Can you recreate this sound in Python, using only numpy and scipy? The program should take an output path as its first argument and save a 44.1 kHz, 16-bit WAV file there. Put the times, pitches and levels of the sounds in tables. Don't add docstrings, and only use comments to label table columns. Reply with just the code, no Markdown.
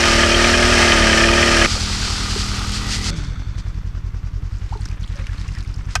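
import sys
import numpy as np
from scipy import signal
from scipy.fft import rfft, irfft
from scipy.io import wavfile
from scipy.ndimage import uniform_filter1d

SR = 44100
rng = np.random.default_rng(int(sys.argv[2]) if len(sys.argv) > 2 else 0)


def boost(x):
    u = np.asarray(x, float) / 20
    return 10 ** u


def transcribe(signal):
    frames = np.atleast_2d(signal).T
    limited = np.clip(frames, -1, 1)
    pcm = np.round(limited * 32767).astype(np.int16)
    wavfile.write(sys.argv[1], SR, pcm)


N = 264600
T = np.arange(N) / SR

CHANGES_S = (1.6625, 3.105)
# time_s, cycles_turned
IDLE_TURNS = [
    [(-0.032, 0), (0.8172, 9), (1.6912, 18)],
    [(1.6252, 0), (2.4957, 9), (2.7769, 12), (3.1644, 16)],
    [(2.986, 0), (3.189, 2), (3.384, 4), (3.566, 6), (3.755, 8), (4.34, 14), (4.531, 16), (4.904, 20),
     (5.298, 24), (5.678, 28), (6.065, 32)],
]
IDLE_LEVELS_DB = (-1, 0, -0.5)
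# place_cycles, pressure, width_ms, scatter_db
EXHAUST_BEATS = [
    (-.056, .085, 2.1, 1.5),
    (0., -.185, 2.2, .7),
    (.232, -.25, 2.5, .7),
    (.27, .07, 19, .5),
    (.448, -.14, 3.1, 1.8),
    (.59, .04, 2.6, 2.5),
]
# time_s, cycle_rate_hz, blade_load_db
CLOSE_SPEED_LOAD = [
    (0, 38.45, -12),
    (.16, 37.87, 4),
    (.34, 38.3, -12),
    (.69, 39.88, -11),
    (.82, 39.07, 6),
    (.95, 37.48, 4.5),
    (1.12, 36.85, 0.5),
    (1.42, 38.81, -15),
    (1.66, 37.28, 11.5),
]
# time_s, cycle_rate_hz
FAR_SPEED = [
    (1.69, 42.13),
    (1.9, 39.76),
    (2.05, 39.17),
    (2.35, 39.56),
    (2.47, 38.97),
    (2.63, 38.65),
    (2.74, 40.83),
    (2.9, 40.54),
    (3.02, 39.7),
]
# time_s, cycle_rate_hz, level_db
RUNDOWN_SPEED = [
    (3.105, 43.8, -31.5),
    (3.16, 40.2, -33),
    (3.222, 36.5, -35.5),
    (3.31, 32.2, -37),
    (3.39, 31, -38),
    (3.55, 30.6, -40),
    (3.85, 28.6, -46),
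    (4.6, 27, -50),
    (6, 27, -54),
]
# multiple_of_cycle_rate, level_db
CLOSE_TONES = [(1, -1.5), (2, -0.5), (3, -17.5), (4, -11.5), (5, -10.5), (6, -0.5), (7, -8.5), (8, -30),
               (9, 0.5), (10, -8), (11, -11), (12, -10), (13, -19), (14, -10), (15, -4.5), (16, -8),
               (17, -9), (18, -8.5)]
FAR_TONES = [(1, -16), (2, -1.5), (3, -5), (4, -14), (5, -3), (6, -10), (7, -12.5), (8, -16), (9, -20),
             (10, -16.5), (11, -22.5), (12, -20.5), (13, -44.5)]
RUNDOWN_TONES = [(3, 2), (4, 4), (5, -12), (6, -3), (7, -18), (10, -15), (12, -13)]
# pitch_hz, level_db_per_hz
CLOSE_ROAR_COLOUR = [(70, -38), (150, -15), (300, -14), (490, -18.5), (600, -9), (1050, -14.5), (1300, -6),
                     (1800, -4.5), (3200, -8), (3500, -13.5), (5950, -14.5), (6400, -20.5), (8100, -23),
                     (15500, -51)]
# pitch_hz, level_db_per_hz
FAR_ROAR_COLOUR = [(150, -6), (300, -6), (430, -7.5), (540, -11), (800, -4), (1050, -5.5), (1220, -1.5),
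                   (1450, -1.5), (1700, -9.5), (1950, -4.5), (2800, -14.5), (3640, -7)]
# pitch_hz, width_hz, level_db
CASING_RESONANCES = [(590, 54, -4), (710, 180, -12), (906, 94, 0), (1223, 54, 7), (1390, 16, -18),
                     (1648, 25, 0.5), (1800, 105, -11.5), (2460, 113, -6), (3054, 41, -4.5),
                     (4350, 170, -11.5), (5230, 220, -12.5)]
# pitch_hz, width_hz, level_db
LOOSE_CASING = [(1450, 350, 2), (2150, 350, -1), (3500, 380, 1), (4400, 400, -2), (6050, 900, -8),
                (7500, 900, -15)]
# pitch_hz, width_hz, level_db
RASPING_PANELS = [(1230, 170, -3), (1750, 410, -1.5), (2460, 360, -1.5), (3062, 310, -1.5)]
# start_s, peak_db, pitch_hz
HARD_FIRINGS = [(0.0352, -5, 1787), (0.1925, -6.5, 1720), (0.2327, -5.5, 1700), (0.2963, -10.5, 1790),
                (0.3193, -10, 2495), (0.3441, -5.5, 3180), (0.3918, -8, 1850), (0.4429, -5, 1796),
                (0.492, -9, 1840), (0.537, -5, 1630), (0.5921, -8, 2150), (0.6266, -6.5, 2090),
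                (0.681, -10.5, 1840), (0.7256, -7.5, 1587), (0.7731, -8, 2140), (0.8232, -5, 1830),
                (0.8755, -6, 1672), (0.9197, -4, 1810), (0.974, -5, 1790), (1.0214, -5, 1780),
                (1.071, -6, 1620), (1.0968, -5.5, 1630), (1.1281, -4.5, 1810), (1.175, -6, 1780),
                (1.2033, -5, 1770), (1.2366, -4, 1800), (1.285, -5.5, 2485), (1.33, -7, 2430),
                (1.3805, -4.5, 1827), (1.4265, -4, 1820), (1.477, -8.5, 1870), (1.514, -9.5, 1684),
                (1.5381, -10, 1830), (1.5724, -7, 1775), (1.6153, -3, 1670)]
# pitch_hz, level_db_per_hz
SHAVINGS_COLOUR = [(1290, -9), (2200, -8), (2880, -6.5), (3180, -5), (3450, -6), (4890, -1.5), (7980, -10),
                   (14600, -38.5), (15500, -43.5)]
# time_s, peak_db, rise_s, fall_s
SHAVING_FLINGS = [
    (2.17, -34, 0.029, .05),
    (2.37, -24, 0.046, .04),
    (2.56, -28.5, 0.02, 0.043),
    (2.76, -25.5, 0.027, 0.032),
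    (2.93, -21.5, 0.024, 0.037),
    (3.065, -24, 0.029, 0.079),
]
# pitch_hz, level_db_per_hz
AIR_COLOUR = [(88, -13), (150, -2.5), (186, -7), (253, -16.5), (296, -12.5), (332, -19), (396, -21),
              (519, -26.5), (694, -28), (1190, -23), (1340, -24), (2750, -31), (15500, -64)]
# time_s, width_s, crackle_db
SLUSH_STIRS = [(3.18, 0.017, -33.5), (3.25, 0.027, -38), (3.597, 0.011, -38.5), (3.67, 0.019, -55),
               (4.65, 0.094, -54), (4.73, 0.011, -53), (4.87, 0.044, -52), (5.03, 0.0085, -60),
               (5.2, 0.072, -54), (5.42, 0.088, -48), (5.59, 0.046, -53), (5.72, 0.041, -60),
               (5.93, 0.02, -41)]
# time_s, level_db, rise_s, fall_s
SCOOP_DRAGS = [
    (4.64, -52, .04, .04),
    (4.83, -53, .03, .03),
    (4.91, -50, .04, .05),
    (5.15, -48.5, .04, .04),
    (5.21, -48.5, .02, 0.041),
    (5.32, -47.5, 0.04, 0.032),
    (5.42, -50, .03, .045),
    (5.56, -48, .012, 0.017),
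    (5.61, -48, 0.013, 0.018),
    (5.92, -52, .02, .02),
]
# start_s, peak_db, pitch_hz, ring_s (time to fall 60 dB)
DRIP_EVENTS = [(1.762, -11, 515, 0.02), (2.36, -9.5, 393, 0.033), (3.115, -32, 562, 0.099),
               (3.14, -32, 433, 0.077), (3.358, -25, 1290, 0.025), (4.37, -38, 398, 0.12),
               (4.738, -27, 1340, 0.025), (4.752, -20.5, 875, 0.034), (4.755, -25, 405, 0.06),
               (4.771, -31, 860, .03), (4.79, -29, 800, .03), (5.075, -39, 3450, .02),
               (5.154, -35, 560, 0.12), (5.195, -35.5, 528, 0.15), (5.241, -23, 2130, 0.015),
               (5.267, -19, 2770, 0.017), (5.292, -23, 1680, 0.023), (5.335, -32, 1450, 0.03),
               (5.455, -33, 1090, .04), (5.486, -18.5, 2660, 0.015), (5.568, -18, 1800, 0.017),
               (5.741, -29, 5100, .012)]
# start_s, peak_db, pitch_hz, ring_s (time to fall 60 dB)
PLOP_EVENTS = [
    (3.322, -37, 400, .06),
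    (4.7228, -18, 736, 0.051),
    (5.038, -24, 2900, 0.03),
]
# start_s, peak_db, pitch_hz
ICE_TICKS = [(3.5543, -38, 4160), (3.578, -40, 4500), (3.606, -37, 4800), (3.178, -36, 4600),
             (3.745, -39, 4200), (4.691, -35, 3900), (4.9133, -28, 2500), (4.856, -26.5, 1570),
             (4.832, -43, 6500), (4.843, -42, 6000), (5.076, -39, 8000), (5.084, -41, 6500),
             (5.157, -33, 5200), (5.175, -35, 4200), (5.2, -36, 2000), (5.268, -25.5, 2420),
             (5.292, -34, 2300), (5.332, -32, 1500), (5.3546, -37, 2500), (5.4135, -29, 2300),
             (5.487, -29, 2200), (5.521, -36, 5500), (5.539, -35, 4430), (5.55, -29, 1900),
             (5.582, -31, 1600), (5.6474, -32, 2300), (5.6754, -32, 5000), (5.783, -39, 5500),
             (4.584, -36, 6470), (4.7152, -39, 4270), (4.737, -32, 4280), (4.7735, -34, 4080),
             (4.809, -33, 7770), (4.817, -31, 4660), (4.8544, -22.5, 5420), (4.886, -29, 5340),
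             (4.914, -39, 6000), (5.01, -35, 6060), (5.03, -30, 4100), (5.0624, -43, 8000),
             (5.0759, -33, 3500), (5.0988, -36, 3500), (5.1253, -35, 3500), (5.1654, -33, 5780),
             (5.2684, -29, 4980), (5.3802, -29, 4250), (5.4041, -32, 4470), (5.4143, -31, 4030),
             (5.4794, -28, 5500), (5.5503, -29, 5030), (5.5865, -27, 4620), (5.6062, -27, 4390),
             (5.6271, -33, 5710), (5.7409, -31, 5040), (5.7613, -34, 5690), (5.8524, -38, 5590)]
# pitch_hz, level_db, ring_s (time to fall 60 dB)
SCOOP_RINGS = [(736, 4.5, 0.029), (1236, 1, 0.04), (1556, 5, 0.042), (2520, 5.5, 0.025), (4630, -19, 0.039),
               (5060, -18.5, 0.048), (5120, -5, 0.039), (6200, -28, 0.059), (7800, -6, 0.028)]
# pitch_hz, level_db_per_hz
HISS_COLOUR = [(1500, -30), (3000, -2), (6000, 1), (9000, -11), (12000, -10), (15500, -12)]


def level(x, db=0.):
    return x * boost(db) / np.sqrt(np.mean(x ** 2))


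def colour(x, points):
    hz, db = np.transpose(points)
    f = np.fft.rfftfreq(N, 1 / SR) + 1
    gain_db = np.interp(np.log(f), np.log(hz), db, left=-80, right=-90)
    return irfft(rfft(x) * boost(gain_db), N)


def band(x, hz, width):
    return signal.lfilter(*signal.iirpeak(hz, hz / width, SR), x)


def band_twice(x, hz, width):
    return band(band(x, hz, width), hz, width)


def walk(rate):
    hold = int(SR / rate)
    steps = np.repeat(rng.standard_normal(N // hold + 1), hold)
    return level(uniform_filter1d(uniform_filter1d(steps, hold), hold)[:N])


def grit(spread_db, hold_ms):
    hold = max(int(hold_ms * SR / 1000), 1)
    grain_db = spread_db * np.minimum(rng.exponential(size=N // hold + 1), 3.5)
    size = np.repeat(boost(grain_db), hold)[:N]
    return level(rng.standard_normal(N) * uniform_filter1d(size, hold))


def curves(table):
    s, *columns = np.transpose(table)
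    return [np.interp(T, s, c) for c in columns]


def bumps(rows):
    total = 0
    for s, db, rise, fall in rows:
        side = np.where(T < s, rise, fall)
        total = total + boost(db) * np.exp(-.5 * ((T - s) / side) ** 2)
    return total


def ring(out, s, db, hz, t60, glide=0.):
    i = int(s * SR)
    t = T[:min(int(t60 * SR), N - i)]
    tone = np.sin(2 * np.pi * hz * (t + glide * t ** 2 / t60 * 2))
    shape = (1 - np.exp(-t / 0.0032)) * boost(-60 * t / t60)
    return out + np.pad(boost(db) * tone * shape, (i, N - i - len(t)))


def idling_engine(table):
    s, turns = np.transpose(table)
    cycles, thumps = np.arange(turns[-1] + 1), np.zeros(N)
    for place, pressure, width_ms, scatter_db in EXHAUST_BEATS:
        chance = rng.standard_normal((len(cycles), 2))
        times = np.interp(cycles + place, turns, s) + 0.000097 * chance[:, 0]
        sizes = boost(scatter_db * chance[:, 1])
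        reach_s = width_ms / 250
        for at, size in zip(times, sizes):
            a, b = np.clip([int((at - reach_s) * SR), int((at + reach_s) * SR)], 0, N)
            thumps[a:b] += pressure * size * np.exp(-.5 * ((T[a:b] - at) * 1000 / width_ms) ** 2)
    out = thumps + boost(-5.5) * band(thumps, 104.6, 30) + boost(-25) * band(thumps, 244, 60)
    out = out + boost(1) * band_twice(thumps, 350, 110)
    return out - uniform_filter1d(out, size=4200)


def drone(phase, tones, wobble_db, smear):
    out = 0
    for k, db in tones:
        start = rng.random() * (1 if k < 13 else .22)
        gain = boost(db + wobble_db * walk(16))
        out = out + gain * np.sin(2 * np.pi * (k * phase + start) + smear * k * walk(24.86))
    return out


def auger_close():
    hz, bite_db = uniform_filter1d(curves(CLOSE_SPEED_LOAD), size=5000)
    phase = np.cumsum(hz) / SR
    drone_db = -18.5 - 2.5 * np.exp(-T / 0.19)
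    roar_db = -16.5 + 0.11 * bite_db + (hz - 38.3)
    treble_db = -1 - 0.0012 * bite_db
    puff = grit(1.6, .8) * (.9 + .25 * np.exp(-((phase - .1) % 1) / .3)) * boost(.8 * walk(18))
    rung = puff
    for f, width, db in CASING_RESONANCES:
        rung = rung + boost(db + 2.5 + 1.6 * walk(21.9)) * band(puff, f, width)
    rung = rung + boost(bite_db - 9.0 + 2.1 * walk(40.64)) * band(puff, 2040, 350)
    roar = level(colour(rung, CLOSE_ROAR_COLOUR))
    high = signal.sosfilt(signal.butter(2, 3700, "high", fs=SR, output="sos"), roar)
    bright_roar = roar + (boost(treble_db + 7) - 1) * high
    tones = level(drone(phase, CLOSE_TONES, wobble_db=1.0, smear=0.033), 1.95)
    return boost(drone_db) * tones + boost(roar_db + 3.5) * bright_roar


def hard_firings():
    contrast = 1.41
    out, rasp = np.zeros(N), np.zeros(N + 900)
    for (s, db, hz), noise in zip(HARD_FIRINGS, rng.standard_normal((len(HARD_FIRINGS), 900))):
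        i = int(s * SR)
        out = ring(out, s - .002, contrast * db + 1.5, hz, t60=0.051)
        rasp[i:i + 900] += boost(contrast * db) * noise * np.exp(-T[:900] / 0.0085)
    panels = sum(boost(db) * band_twice(rasp[:N], hz, width) for hz, width, db in RASPING_PANELS)
    return out + boost(11.5) * panels


def flung_shavings():
    spray = boost(-23.5 - 11 * np.maximum(T - 2.07, 0))
    flung = np.hypot(spray, bumps(SHAVING_FLINGS))
    swish = colour(grit(2.0, .5) * boost(walk(30)), SHAVINGS_COLOUR)
    swish = swish + 0.38 * band(swish, 4350, 500) + 0.14 * band(swish, 4900, 400)
    return flung * level(swish, -0.85)


def auger_far():
    hz = uniform_filter1d(curves(FAR_SPEED)[0], size=2000)
    phase = np.cumsum(hz) / SR
    drone_db = -32 + 0.5 * walk(11.5)
    roar_db = -30.5 - 3 * (T - CHANGES_S[0]) + 0.5 * walk(18)
    puff = grit(1.5, .8) * (1 + .3 * np.cos(2 * np.pi * (phase + .1))) * boost(.7 * walk(25))
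    casing_db = -2 + 7.4 * np.exp(-((T - 2.6) / .25) ** 2)
    roar = level(colour(puff + boost(casing_db) * band(puff, 1226, 70), FAR_ROAR_COLOUR), 0.18)
    fan = colour(grit(1.2, 1.0), [(1800, -32), (2500, 2), (6000, -12), (9000, -12.5), (15500, -25)])
    bolt_loosens = np.clip((T - 2.72) / 0.18, 0, 1)
    buzz = boost(-40) * bolt_loosens * level(band(band(puff, 2000, 260), 1950, 260))
    snap = np.exp(-((phase + .01) % 1) / .09) * boost(2.5 * walk(35)) * rng.standard_normal(N)
    snap = colour(snap, [(2000, -7), (5000, 0), (9000, -10), (15500, -23)])
    port = boost(3 * (T - 1.5)) * level(snap, -45)
    tones = level(drone(phase, FAR_TONES, wobble_db=1.2, smear=.012), 3.5)
    engine = boost(drone_db) * tones + boost(roar_db) * roar
    return engine + flung_shavings() + level(fan, -37.5) + buzz + port


def drips_and_plops():
    out = np.zeros(N)
    for drip in DRIP_EVENTS:
        out = ring(out, *drip, glide=0.035)
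    for plop in PLOP_EVENTS:
        out = ring(out, *plop, glide=0.393)
    return out


def auger_rundown():
    hz, db = curves(RUNDOWN_SPEED)
    phase = np.cumsum(uniform_filter1d(hz, size=1500)) / SR
    since = .86 * (phase - phase[int(3.393 * SR)])
    valves = np.exp(-(since % 1) / .09) + .8 * np.exp(-((since - .4) % 1) / .09)
    shake = grit(1.55, 0.59) * (0.55 + valves)
    rattle = level(sum(boost(g) * band_twice(shake, f, width) for f, width, g in LOOSE_CASING))
    rattle_db = -12 * np.maximum(T - 3.2, 0) - 6.0
    eighth_db = -7 - 30 * np.maximum(T - 3.26, 0)
    eighth_tone = boost(eighth_db) * np.sin(2 * np.pi * 8 * phase)
    tones = drone(phase, RUNDOWN_TONES, wobble_db=1.2, smear=.012)
    tones = level(band(tones, 166, 110.4) + 0.43 * tones, 1)
    return boost(db) * (tones + eighth_tone + boost(rattle_db) * rattle)


def fizz(count, low_hz, octaves, cycles):
    out = np.zeros(N + 800)
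    for at, pitch, size in rng.random((count, 3)):
        i = int((CHANGES_S[1] + at * (T[-1] - CHANGES_S[1])) * SR)
        turns = low_hz * 2 ** (octaves * pitch) * T[:800]
        tone = np.sin(2 * np.pi * turns * (1 + 0.0095 * turns))
        out[i:i + 800] += boost(25 * size) * tone * turns * np.exp(-turns / cycles)
    return level(out[:N])


def snaps(count):
    first_s, last_s = 4.65, 5.93
    out, t = np.zeros(N), T[:300]
    for at, pitch, size in rng.random((count, 3)):
        i = int((first_s + at * (last_s - first_s)) * SR)
        hz = 2000 * 2 ** (2.3 * pitch)
        db = -51 + 1.0 - 7.0 * pitch - 4 * np.log(1 - .95 * size)
        shape = (t / 0.00045) * np.exp(1 - t / 0.00046)
        out[i:i + 300] += boost(db) * np.sin(2 * np.pi * hz * t) * shape
    return out


def ticks():
    out = np.zeros(N)
    for (s, db, hz), noise in zip(ICE_TICKS, rng.standard_normal((len(ICE_TICKS), 600))):
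        i = int(s * SR)
        burst = noise * np.exp(-T[:600] / 0.0034)
        own = band_twice(burst, hz, 0.28 * hz)
        broad = band_twice(burst, 5400, 6500)
        both = own / np.abs(own).max() + boost(-6) * broad / np.abs(broad).max()
        out[i:i + 600] += boost(db - 4.0) * both
    return out


def hole():
    still_db = -59
    crackle_db = 20 * np.log10(boost(still_db) + bumps((s, db, w, w) for s, w, db in SLUSH_STIRS))
    settling_db = 14.5 * np.exp(-np.abs(T - CHANGES_S[1]) / 0.25)
    air_db = -48.5 + settling_db + 0.13 * (crackle_db - still_db)
    turns = np.interp(T, *np.transpose(IDLE_TURNS[2]))
    pulse = 1 + 0.15 * np.cos(2 * np.pi * turns - 1.2)
    air = boost(0.44 * (air_db + 56.5)) * level(colour(grit(2.67, 3.8), AIR_COLOUR), -43.5) * pulse
    tappets = level(band_twice(grit(2.1, 0.81), 5200, 2400), -60) * (1 + np.cos(2 * np.pi * (turns - 0.26)))
    crackle = boost(crackle_db + 1.5 * walk(60)) * level(colour(grit(4.2, .8), SHAVINGS_COLOUR), -4)
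    wet = np.clip((T - 4.55) / 0.24, .15, 1)
    low_fizz = boost(air_db - 15.5) * fizz(count=900, low_hz=894, octaves=2.16, cycles=1.4)
    high_fizz = boost(crackle_db - 20.0) * fizz(count=700, low_hz=2150, octaves=1.78, cycles=2.5)
    bubbles = wet * (low_fizz + high_fizz)
    scrape_gain = np.hypot(wet * boost(crackle_db - 7), bumps(SCOOP_DRAGS)) * boost(2.9 * walk(45))
    scrape = scrape_gain * level(band_twice(grit(3.2, 2.9), 1600, 1900))
    return air + crackle + bubbles + tappets + scrape + snaps(count=420) + ticks()


def knock():
    start_s, peak_db = 5.9532, -12.5
    t = np.maximum(T - start_s, 0)
    rise = 1 - np.exp(-t / 0.00057)
    crack = rise * np.exp(-t / 0.0026) * grit(2.3, 1.0)
    tail = rise * np.exp(-t / 0.0069) * grit(1.5, .6)
    bright = band(band(crack, 5400, 3200), 5400, 3000) + boost(-18) * band(crack, 8800, 5000)
    rough = boost(9.5) * band_twice(tail, 1600, 3100) + boost(-6) * band(tail, 5000, 3000)
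    out = boost(peak_db) * (boost(11.0) * bright + rough)
    for hz, db, t60 in SCOOP_RINGS:
        out = ring(out, start_s + 0.00206, peak_db + db - 0.5, hz, min(t60, .12))
    return out


def scene():
    view_now = np.searchsorted(CHANGES_S, T)
    views = (auger_close(), auger_far(), auger_rundown() + hole())
    out = hard_firings() + drips_and_plops() + knock()
    for k, view in enumerate(views):
        gate = uniform_filter1d(1. * (view_now == k), size=60)
        out = out + gate * (view + boost(IDLE_LEVELS_DB[k]) * idling_engine(IDLE_TURNS[k]))
    return out[None]


def top_cut(x):
    return signal.sosfilt(signal.butter(12, 15610, fs=SR, output="sos"), x)


def record(dry):
    dull = signal.sosfilt(signal.butter(2, 11000, fs=SR, output="sos"), dry)
    hiss = level(colour(rng.standard_normal(N), HISS_COLOUR), -65.5)
    mix = np.tanh(0.8 * (dull + hiss)) / 0.82
    return top_cut(mix)


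dry = scene()
out = record(dry)
transcribe(out)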